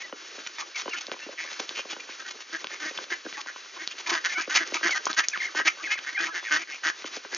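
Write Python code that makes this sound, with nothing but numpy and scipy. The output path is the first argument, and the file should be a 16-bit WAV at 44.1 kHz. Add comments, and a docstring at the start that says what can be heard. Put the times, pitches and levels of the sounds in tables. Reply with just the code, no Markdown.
"""A garden, with ducks crowding round a plastic tub of seed. Hoarse short quacks are syrinx pulses and
turbulence ringing bill, throat and chest; thin peeps are gliding whistles. Bills snap as ticks with
a spray of noise, sift the seed as dense random grains, and knock the tub wall, ringing its modes.
A soft outdoor hiss lies beneath; near reflections widen the sound."""
import sys
import numpy as np
from scipy import signal
from scipy.fft import rfft, irfft
from scipy.io import wavfile
from scipy.ndimage import uniform_filter1d

SR = 44100
rng = np.random.default_rng(int(sys.argv[2]) if len(sys.argv) > 2 else 0)


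def how_loud(loudness_db):
    """Turn decibels into a plain amplitude multiplier (0 dB gives 1, 20 dB gives 10)."""
    steps = np.asarray(loudness_db, float) / 20
    return 10 ** steps


def dump(signal):
    """Clip the signal to [-1, 1] and save it as 16-bit WAV at the path in sys.argv[1]."""
    limited = np.clip(np.atleast_2d(signal).T, -1, 1)
    pcm = np.round(limited * 32767).astype(np.int16)
    wavfile.write(sys.argv[1], SR, pcm)


N = 325012

# Duck calls, which also drive the breath. Each row: start in seconds, nominal length in seconds,
# level in dB, pulse rate in Hz, bill resonance in Hz.
QUACKS = [(0.0, 0.025, -39, 351.5, 2000), (0.386, 0.027, -47, 158.6, 1530), (0.58, 0.055, -38, 151, 1040),
          (0.581, 0.041, -38, 151.7, 1940), (0.931, 0.028, -35.5, 342.3, 1400),
          (0.958, 0.036, -38.5, 307.5, 2380), (1.12, 0.022, -36.5, 326, 1960),
          (1.193, 0.051, -43.5, 294, 1730), (1.374, 0.078, -36, 172.4, 1930),
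          (1.452, 0.095, -42.5, 76.8, 1840), (1.752, 0.065, -33, 341, 2340), (1.897, 0.04, -39, 338, 2590),
          (1.997, 0.014, -36, 349, 2130), (2.094, 0.035, -44.5, 346, 2280),
          (2.195, 0.019, -41.5, 267, 1490), (2.25, 0.043, -42, 382, 1590), (2.526, 0.049, -35, 158.7, 1620),
          (2.695, 0.083, -39.5, 170.7, 1880), (2.796, 0.11, -33.5, 318, 1670),
          (2.975, 0.0056, -29.5, 422, 2800), (3.103, 0.046, -32, 338, 1700),
          (3.367, 0.031, -41.5, 156.2, 2000), (3.371, 0.045, -39, 279, 990),
          (3.466, 0.048, -37.5, 142.5, 1600), (3.763, 0.016, -41, 338, 1000),
          (3.786, 0.066, -37.5, 313.4, 1740), (3.905, 0.025, -39.5, 368, 2600),
          (4.062, 0.023, -32.5, 343.4, 1900), (4.065, 0.098, -33.5, 163.2, 1010),
          (4.091, 0.021, -33.5, 319.6, 1830), (4.119, 0.072, -30.5, 157.4, 1600),
          (4.24, 0.036, -25.5, 180.3, 1604), (4.289, 0.061, -31.5, 354, 1850),
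          (4.374, 0.036, -27.5, 319.8, 1390), (4.403, 0.059, -40, 193.3, 2000),
          (4.495, 0.05, -28, 303.2, 1600), (4.546, 0.052, -24.5, 345.3, 1860),
          (4.591, 0.053, -31.5, 166.4, 1610), (4.667, 0.048, -47, 151.6, 1710),
          (4.739, 0.038, -32.5, 157.8, 1060), (4.733, 0.046, -31, 163.8, 2140),
          (4.828, 0.062, -25.5, 163.1, 1650), (4.947, 0.039, -28, 297.2, 1485),
          (5.091, 0.029, -32.5, 325, 1390), (5.166, 0.048, -24, 305.2, 1650),
          (5.232, 0.024, -33.5, 287, 1970), (5.55, 0.076, -28, 316.6, 1610),
          (5.65, 0.034, -27.5, 327, 1710), (5.668, 0.021, -18, 265, 2000), (5.78, 0.054, -44.5, 368, 1320),
          (5.831, 0.018, -34.5, 158.5, 2000), (5.905, 0.042, -25.5, 421.3, 1960),
          (5.975, 0.021, -38.5, 181.7, 2050), (6.035, 0.025, -43.5, 120, 1620),
          (6.061, 0.047, -32.5, 149.6, 1720), (6.124, 0.014, -39, 313.7, 1660),
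          (6.187, 0.071, -27, 159.1, 1615), (6.252, 0.028, -33.5, 157.8, 2000),
          (6.263, 0.045, -38.5, 166, 1150), (6.341, 0.063, -32.5, 171.7, 1660),
          (6.436, 0.073, -39.5, 111, 1970), (6.507, 0.075, -23.5, 165.1, 1650),
          (6.584, 0.056, -35.5, 165, 1920), (6.67, 0.051, -40, 153, 1740), (6.714, 0.053, -36, 276, 2200),
          (6.833, 0.077, -25, 155.1, 1580), (7.145, 0.035, -49.5, 156.6, 2020),
          (7.313, 0.08, -38.5, 332.3, 1690)]
USUAL_DB = -35.5   # reference quack level


def rms_one(x):
    """Scale to unit rms."""
    return x / np.sqrt(np.mean(x ** 2) + 1e-20)


def colour(x, points):
    """Shape a sound by a (Hz, dB) spectrum, interpolated on log frequency."""
    hz = np.arange(N // 2 + 1) * SR / N + 1
    p = np.array(points)
    gain_db = np.interp(np.log(hz), np.log(p[:, 0]), p[:, 1])
    return irfft(rfft(x) * how_loud(gain_db), N)


def drift(rate_hz):
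    """Random wander of unit rms: noise through two equal real poles at rate_hz."""
    r = np.exp(-2 * np.pi * rate_hz / SR)
    settle = 9000   # samples
    noise = rng.standard_normal(N + settle)
    return rms_one(signal.lfilter([1], [1, -2 * r, r * r], noise)[settle:])


def resonance(x, hz, width_hz):
    """Two-pole resonance of unit top gain."""
    r = np.exp(-np.pi * width_hz / SR)
    zeros = [(1 - r * r) / 2, 0, (r * r - 1) / 2]
    poles = [1, -2 * r * np.cos(2 * np.pi * hz / SR), r * r]
    return signal.lfilter(zeros, poles, x)


def evened(x, span_s):
    """Divide out the slow level."""
    power = uniform_filter1d(x ** 2, int(span_s * SR))
    return x / np.sqrt(np.maximum(power, 0) + 1e-12)


def swell(length_s, blunt):
    """Rise and fall over one event; a small blunt makes a flat top."""
    arch = np.sin(np.linspace(0, np.pi, int(length_s * SR)))
    return arch ** 2 ** np.clip(blunt, -3, 2)


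def add(out, s, x):
    """Mix a sound in from a given moment."""
    i = max(int(s * SR), 0)
    out[i:i + len(x)] += x[:len(out) - i]


def syrinx(rate_hz, arc, wobble, noise):
    """Pulse trains of one quack: jittered in time and level for the bill, of even level for the chest."""
    jitter, shimmer_db = .03, 1.8
    # Growls alternate strong and weak pulses; the slower rattles do not.
    growl_below_hz, rattle_below_hz, weak_share = 230, 130, .3
    phase = np.cumsum(rate_hz * arc * (1 + jitter * wobble) / SR)   # cycles
    multiple = 2 if rate_hz < growl_below_hz else 1
    steady = np.diff(np.floor(multiple * phase), prepend=0)
    strong = np.diff(np.floor(phase), prepend=0)
    between = np.diff(np.floor(phase + .5), prepend=0)
    weak = weak_share * (rattle_below_hz < rate_hz < growl_below_hz) * between
    pulses = (strong + weak) * how_loud(shimmer_db * noise)
    return pulses, steady, rate_hz * multiple


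def bill_and_throat(source, bill_hz, db):
    """Rising bill resonance, a nasal one above it and throat formants, with little below the bill."""
    # Throat formants. Each row: centre in Hz, width in Hz, gain in dB at the usual quack level.
    formants = [(1200, 740, -14), (3016, 400, -18), (4640, 4200, -35), (6200, 540, -28)]
    bill_width_hz, bill_rises, valley_share = 230, .07, .68   # shares of bill resonance
    nasal_ratio, nasal_db = 1.27, -8
    bite_follows = .4   # louder calls are brighter
    opening = np.linspace(0, 1, len(source))
    closed = resonance((1 - opening) * source, (1 - bill_rises) * bill_hz, bill_width_hz)
    opened = resonance(opening * source, (1 + bill_rises) * bill_hz, bill_width_hz)
    nasal_hz = nasal_ratio * bill_hz
    nasal = resonance(resonance(source, nasal_hz, bill_width_hz), nasal_hz, 2000.0)
    voice = resonance(closed + opened, bill_hz, 890.0) - how_loud(nasal_db) * nasal
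    for k, (hz, width_hz, throat_db) in enumerate(formants):
        gain = how_loud(throat_db + bite_follows * (db - USUAL_DB))
        voice = voice + (-1) ** k * gain * resonance(source, hz, width_hz)
    valley = signal.butter(5, valley_share * bill_hz, "high", fs=SR, output="sos")
    return signal.sosfilt(valley, voice)


def chest(steady):
    """Low resonances hum on the pulse train, at unit rms."""
    main = resonance(resonance(steady, 370.0, 180.0), 390.0, 300.0)
    return rms_one(main + how_loud(-14.0) * resonance(steady, 603.0, 160.0))


def quacks():
    """Syrinx pulses, each with a puff of turbulence, ring bill and throat; the chest hums below."""
    rasp, puff_decay_s, wander_share = .4, 0.0036, .028
    # The chest hums best when the pulses fall on its resonance.
    chest_hz, chest_top_db, detune_db_per_hz = 324.2, -5, 0.83
    chest_follows = 0.54   # share of the level swing about USUAL_DB
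    wander, wobble, flutter = drift(9), drift(76), how_loud(2 * drift(30))
    noise = rng.standard_normal((2, N))
    out, puffs = np.zeros(N), np.zeros(N)
    for s, length_s, db, rate_hz, bill_hz in QUACKS:
        shape = swell(length_s + 0.0055, -0.94)
        n = len(shape)
        i = min(int(s * SR), N - n)
        now = slice(i, i + n)
        arc = 1 + 0.04 * (shape - .8) + wander_share * wander[now]   # pitch follows the effort
        pulses, steady, drive_hz = syrinx(rate_hz, arc, wobble[now], noise[0, now])
        puff = rms_one(signal.lfilter([1], [1, -np.exp(-1 / (puff_decay_s * SR))], pulses))
        source = rms_one(pulses) + rasp * puff * noise[1, now]
        voice = evened(bill_and_throat(source, bill_hz, db), 0.07)
        chest_db = chest_top_db - detune_db_per_hz * abs(drive_hz - chest_hz)
        chest_db += (chest_follows - 1) * (db - USUAL_DB)
        hum = how_loud(chest_db + 3.2 * wobble[now]) * shape * chest(steady)
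        add(out, s - .003, how_loud(db) * shape * flutter[now] * (voice + hum))
        add(puffs, s - .003, shape * puff)
    return out, puffs


def peeps():
    """Whistles that rise a little, then fall; low ones show half-pitch lines between their harmonics."""
    # Whistled calls. Each row: start in seconds, nominal length in seconds, level in dB,
    # top pitch in Hz, end pitch in Hz.
    whistles = [(0.033, 0.025, -39.5, 2000, 1960), (0.749, 0.034, -30, 2376, 1953),
                (0.89, 0.052, -43, 2550, 2060), (0.912, 0.025, -26.5, 2900, 1990),
                (1.219, 0.031, -30.5, 2700, 2810), (1.366, 0.039, -37.5, 3260, 1406),
                (3.343, 0.028, -41, 2000, 1530), (4.35, 0.05, -32.5, 1483, 1580),
                (4.898, 0.048, -24.5, 2343, 1940), (5.318, 0.029, -30.5, 2640, 1714),
                (5.336, 0.031, -28, 1820, 956), (5.384, 0.018, -36, 2363, 2230),
                (5.406, 0.014, -25.5, 2160, 1657), (5.43, 0.0081, -26.5, 2133, 1730),
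                (5.447, 0.011, -24.5, 2080, 2090), (5.471, 0.024, -35.5, 2103, 972),
                (5.853, 0.024, -30, 2240, 1527), (5.88, 0.039, -38, 1676, 1653),
                (5.952, 0.038, -35.5, 2500, 1214), (6.148, 0.03, -30.5, 2200, 1560),
                (6.17, 0.051, -31, 1590, 1683), (6.308, 0.03, -36.5, 1714, 1486),
                (6.391, 0.12, -40, 3425, 3370), (6.464, 0.027, -34.5, 1950, 1393)]
    # Whistle partials. Each row: multiple of pitch, level in dB before the mouth resonance.
    partials = [(.5, -9), (1, 0), (1.5, 5), (2, -5)]
    rise_s, rise_share = 0.0087, 0.21   # time to the top; rise as share of the fall
    half_lines_below_hz, half_lines_fade_db = 1680, -16   # higher whistles nearly lose the half lines
    mouth_hz, mouth_width_hz, waver = 1830, 680, 0.018
    out, wobble, flutter_db = np.zeros(N), drift(80), 2.2 * drift(110)
    for s, length_s, db, top_hz, end_hz in whistles:
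        shape = swell(length_s + 0.0067, -1.5)
        i, n = int(s * SR), len(shape)
        turns = [0, min(rise_s / length_s, .5), 1]
        start_hz = top_hz - rise_share * (top_hz - end_hz)
        hz = np.interp(np.linspace(0, 1, n), turns, [start_hz, top_hz, end_hz])
        sung_hz = uniform_filter1d(hz, n // 6) * (1 + waver * wobble[i:i + n])
        phase = 2 * np.pi * np.cumsum(sung_hz / SR)
        half_db = half_lines_fade_db * (top_hz > half_lines_below_hz)
        tone = np.zeros(n)
        for ratio, partial_db in partials:
            mouth = 1 / np.hypot(1, 2 * (ratio * hz - mouth_hz) / mouth_width_hz)
            tone += how_loud(partial_db + half_db * (ratio % 1 > 0)) * np.sin(ratio * phase) * mouth
        add(out, s - .003, np.sqrt(2) * shape * how_loud(db + flutter_db[i:i + n]) * tone)
    return out


def knocks():
    """Blows ring shifted tub modes; bending waves bring low modes later, sharp blows favour high ones."""
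    # Bill on the tub wall. Each row: start in seconds, strength in dB before the common gain,
    # sharpness in dB (extra level of the modes above 750 Hz).
    bill_blows = [(0.125, -29.5, 4), (0.379, -36.5, -12.5), (0.822, -46, -4), (0.857, -28, -5),
                  (0.878, -26, 0.5), (1.081, -29, -9), (1.115, -24, -5), (1.14, -37, 3), (1.261, -27, -15),
                  (1.289, -36, -33), (1.327, -55, 18.5), (1.445, -41, 1.5), (1.515, -39, -10),
                  (1.596, -23, -4), (1.639, -50, -23), (1.707, -37, 4), (1.791, -32.5, 4.5),
                  (1.851, -32.5, -8), (1.925, -29.5, -3.5), (1.964, -34.5, 0), (2.09, -37, 4),
                  (2.642, -34.5, 7.5), (2.705, -46, 8.5), (2.907, -35, -21), (2.986, -33, 6.5),
                  (3.009, -39, -11), (3.25, -30, -6), (3.262, -25.5, -4.5), (3.46, -41.5, 8),
                  (3.56, -51.5, 21.5), (4.475, -30, -2), (4.72, -29.5, -2), (4.81, -37.5, 7),
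                  (4.892, -35, 14.5), (5.067, -37.5, 21.5), (5.548, -31, 3.5), (5.598, -28, 6.5),
                  (7.042, -28, 1.5), (7.166, -29.5, -18), (7.248, -30, -2), (7.327, -35.5, 4.5)]
    # Tub wall modes. Each row: centre frequency in Hz, relative level in dB, typical 60 dB decay in seconds.
    modes = [(330.8, 6, 0.032), (394.4, -3.5, 0.06), (520, 7.5, 0.023), (748, -5, 0.038), (1054, 8, 0.013),
             (1518, 0.5, 0.027), (2000, -5.5, 0.015), (2900, -3, 0.02)]
    gain_db, late_s, detune = -5, 0.0029, 0.043
    tap_count, tap_db = 140, -48   # light random taps; top strength before gain_db
    luck = rng.random((tap_count, 3))
    taps = np.c_[luck[:, 0] * (N / SR - .1), tap_db - 10 * luck[:, 1], 16 * luck[:, 2] - 3]
    blows = np.r_[bill_blows, taps]
    hz, db, t60 = np.transpose(modes)[:, :, None]
    out, chance = np.zeros(N), rng.standard_normal((len(blows), 3, len(modes), 1))
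    t = np.maximum(np.arange(2400) / SR - late_s * hz[0] / hz, 0)
    for (s, peak_db, sharp_db), (strength, shift, damping) in zip(blows, chance):
        level_db = peak_db + db + gain_db + sharp_db * (hz > 750) + 2.5 * strength
        decay_db = 60 * t / (t60 * how_loud(2 * damping))
        ring = np.sin(2 * np.pi * hz * (1 + detune * shift) * t)
        add(out, s, np.sum(how_loud(level_db - decay_db) * ring, axis=0))
    no_bass = signal.butter(4, 270., "high", fs=SR, output="sos")   # a small tub radiates no bass
    return signal.sosfilt(no_bass, out)


def snaps():
    """A dry tick at its own pitch, then a short spray of noise."""
    # Bill snaps. Each row: start in seconds, tick envelope peak in dB, pitch in Hz.
    bill_snaps = [(0.465, -18.5, 2740), (1.068, -19, 4150), (1.1165, -14.5, 2750), (1.192, -25.5, 2750),
                  (1.6923, -13.5, 3480), (2.644, -14.5, 2900), (2.67, -16, 2900), (2.9769, -16.5, 2860),
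                  (3.041, -22.5, 2970), (3.327, -19, 2000), (3.4148, -18.5, 3320), (3.8753, -9.5, 4120),
                  (4.675, -22, 6040), (5.055, -9, 6200), (5.13, -13, 3960), (5.2846, -1, 6480),
                  (5.299, -24, 3500), (5.375, -13.5, 2040), (5.593, -12.5, 2800), (5.99, -17, 2800),
                  (6.04, -30, 3900), (7.022, -23, 2000), (7.3473, -9.5, 5630)]
    ring_s, tail_db, tail_s = 0.00014, -20, 0.0041
    out, t = np.zeros(N), np.arange(1500) / SR
    for s, db, hz in bill_snaps:
        noise = np.diff(rng.standard_normal(len(t) + 1))
        tick = np.cos(2 * np.pi * hz * t) * (t / ring_s) * np.exp(1 - t / ring_s)
        add(out, s, how_loud(db) * (tick + how_loud(tail_db) * noise * np.exp(-t / tail_s)))
    return out


def sifting(puffs):
    """Dense ticks: a patter, bursts of sifted seed, and breath with each quack, throbbing with the syrinx."""
    # Bills sifting seed. 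Each row: start in seconds, nominal length in seconds,
    # level in dB before the common lift.
    bursts = [(0.475, 0.0037, -39), (0.761, 0.066, -38.5), (0.898, 0.009, -42), (0.987, 0.038, -39),
              (1.535, 0.0079, -39.5), (1.598, 0.011, -35), (1.901, 0.045, -45.5), (2.285, 0.042, -41),
              (2.41, 0.02, -46), (3.411, 0.016, -43), (3.986, 0.032, -42.5), (4.1, 0.016, -32),
              (4.414, 0.014, -37), (4.547, 0.037, -29.5), (4.869, 0.089, -37.5), (5.068, 0.016, -42.5),
              (5.114, 0.045, -44), (5.179, 0.032, -34), (5.41, 0.064, -44.5), (7.057, 0.027, -41),
              (7.144, 0.04, -44.5)]
    # Grain spectrum. Each row: frequency in Hz, relative level in dB per Hz.
    seed_spectrum = [(250, -35.5), (700, -4.5), (1500, 1.5), (2500, 4), (4000, 1), (5200, 0), (6500, 3)]
    per_s, size_db, steady_db, lift_db = 7800.0, 5.5, -52, 12.0
    breath_db, breath_follows = -47, 0.99   # before the lift; share of the quack level swing
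    sizes = how_loud(size_db * np.minimum(rng.exponential(1, N), 4)) * rng.choice([-1, 1], N)
    hits = rng.random(N) < per_s * how_loud(2.5 * drift(40)) / SR
    grains = rms_one(colour(sizes * hits, seed_spectrum))
    breaths = [(s, length_s, breath_db + breath_follows * (db - USUAL_DB))
               for s, length_s, db, *_ in QUACKS]
    level = np.full(N, how_loud(steady_db))
    for s, length_s, db in [*bursts, *breaths]:
        add(level, s - .006, how_loud(db + lift_db) * swell(length_s + 0.0024, -1.8))
    return level * grains * evened(1 + 17.0 * puffs, 0.03)


def garden():
    """Outdoor hiss: shaped noise that wavers a little; its low part comes and goes in patches."""
    # Hiss spectrum. Each row: frequency in Hz, relative level in dB per Hz.
    hiss_spectrum = [(35, -37.5), (60, -25.5), (187, -15.5), (346, 2.5), (783, -4.5), (1540, 4.5),
                     (4250, 2), (6090, 1.5), (7000, 3), (9100, -46), (15400, -120)]
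    hiss_db = -45
    hiss = rms_one(colour(rng.standard_normal(N), hiss_spectrum))
    low = signal.sosfilt(signal.butter(2, 1100., fs=SR, output="sos"), hiss)
    patches = how_loud(4 * drift(12) - 2)
    return how_loud(hiss_db + 2.74 * drift(10.0)) * (hiss + (patches - 1) * low)


def echoes(x, decay_s):
    """Near reflections from tub, planks and leaves: convolution with decaying noise of unit energy."""
    t = np.arange(int(.08 * SR)) / SR
    spray = rng.standard_normal(len(t)) * np.exp(-t / decay_s)
    return signal.fftconvolve(x, spray / np.linalg.norm(spray))[:N]


def scene():
    """All sources in the middle; reflections widen chiefly the middle band."""
    # Sideways echoes. Each row: frequency in Hz, level in dB.
    side_spectrum = [(200, -21), (700, -13.5), (1200, -5), (2500, -16), (4000, -37.5), (7000, -47)]
    calls, puffs = quacks()
    near = calls + peeps() + knocks() + snaps() + sifting(puffs)
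    mid = near + how_loud(-10.0) * echoes(near, 0.02) + garden()
    side = colour(echoes(mid, .02), side_spectrum)
    return np.array([mid + side, mid - side])


def top_cut(x):
    """Nothing passes above the cut-off."""
    return signal.sosfilt(signal.butter(12, 8120, fs=SR, output="sos"), x)


def record(dry):
    """Two close ports differ in phase; bass and everything above the voice band are cut."""
    # Phase between ports. Each row: frequency in Hz, left lead in radians.
    port_lead = np.array([(0, -0.34), (600, 0.21), (1210, 0.63), (1640, -0.8), (3190, 0.85), (5680, 0.041),
                          (7670, 0.17)])
    lead = np.interp(np.arange(N // 2 + 1) * SR / N, port_lead[:, 0], port_lead[:, 1])
    half_turns = np.exp(.5j * lead * np.array([[1], [-1]]))   # half the lead to each side
    ports = irfft(rfft(dry) * half_turns, N)
    ports = signal.sosfilt(signal.butter(2, 190., "high", fs=SR, output="sos"), ports)
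    stop_hz = 7220   # 55 dB down from here up
    ports = signal.sosfilt(signal.cheby2(16, 55, stop_hz, fs=SR, output="sos"), ports)
    return top_cut(ports)


dry = scene()
out = record(dry)
dump(out)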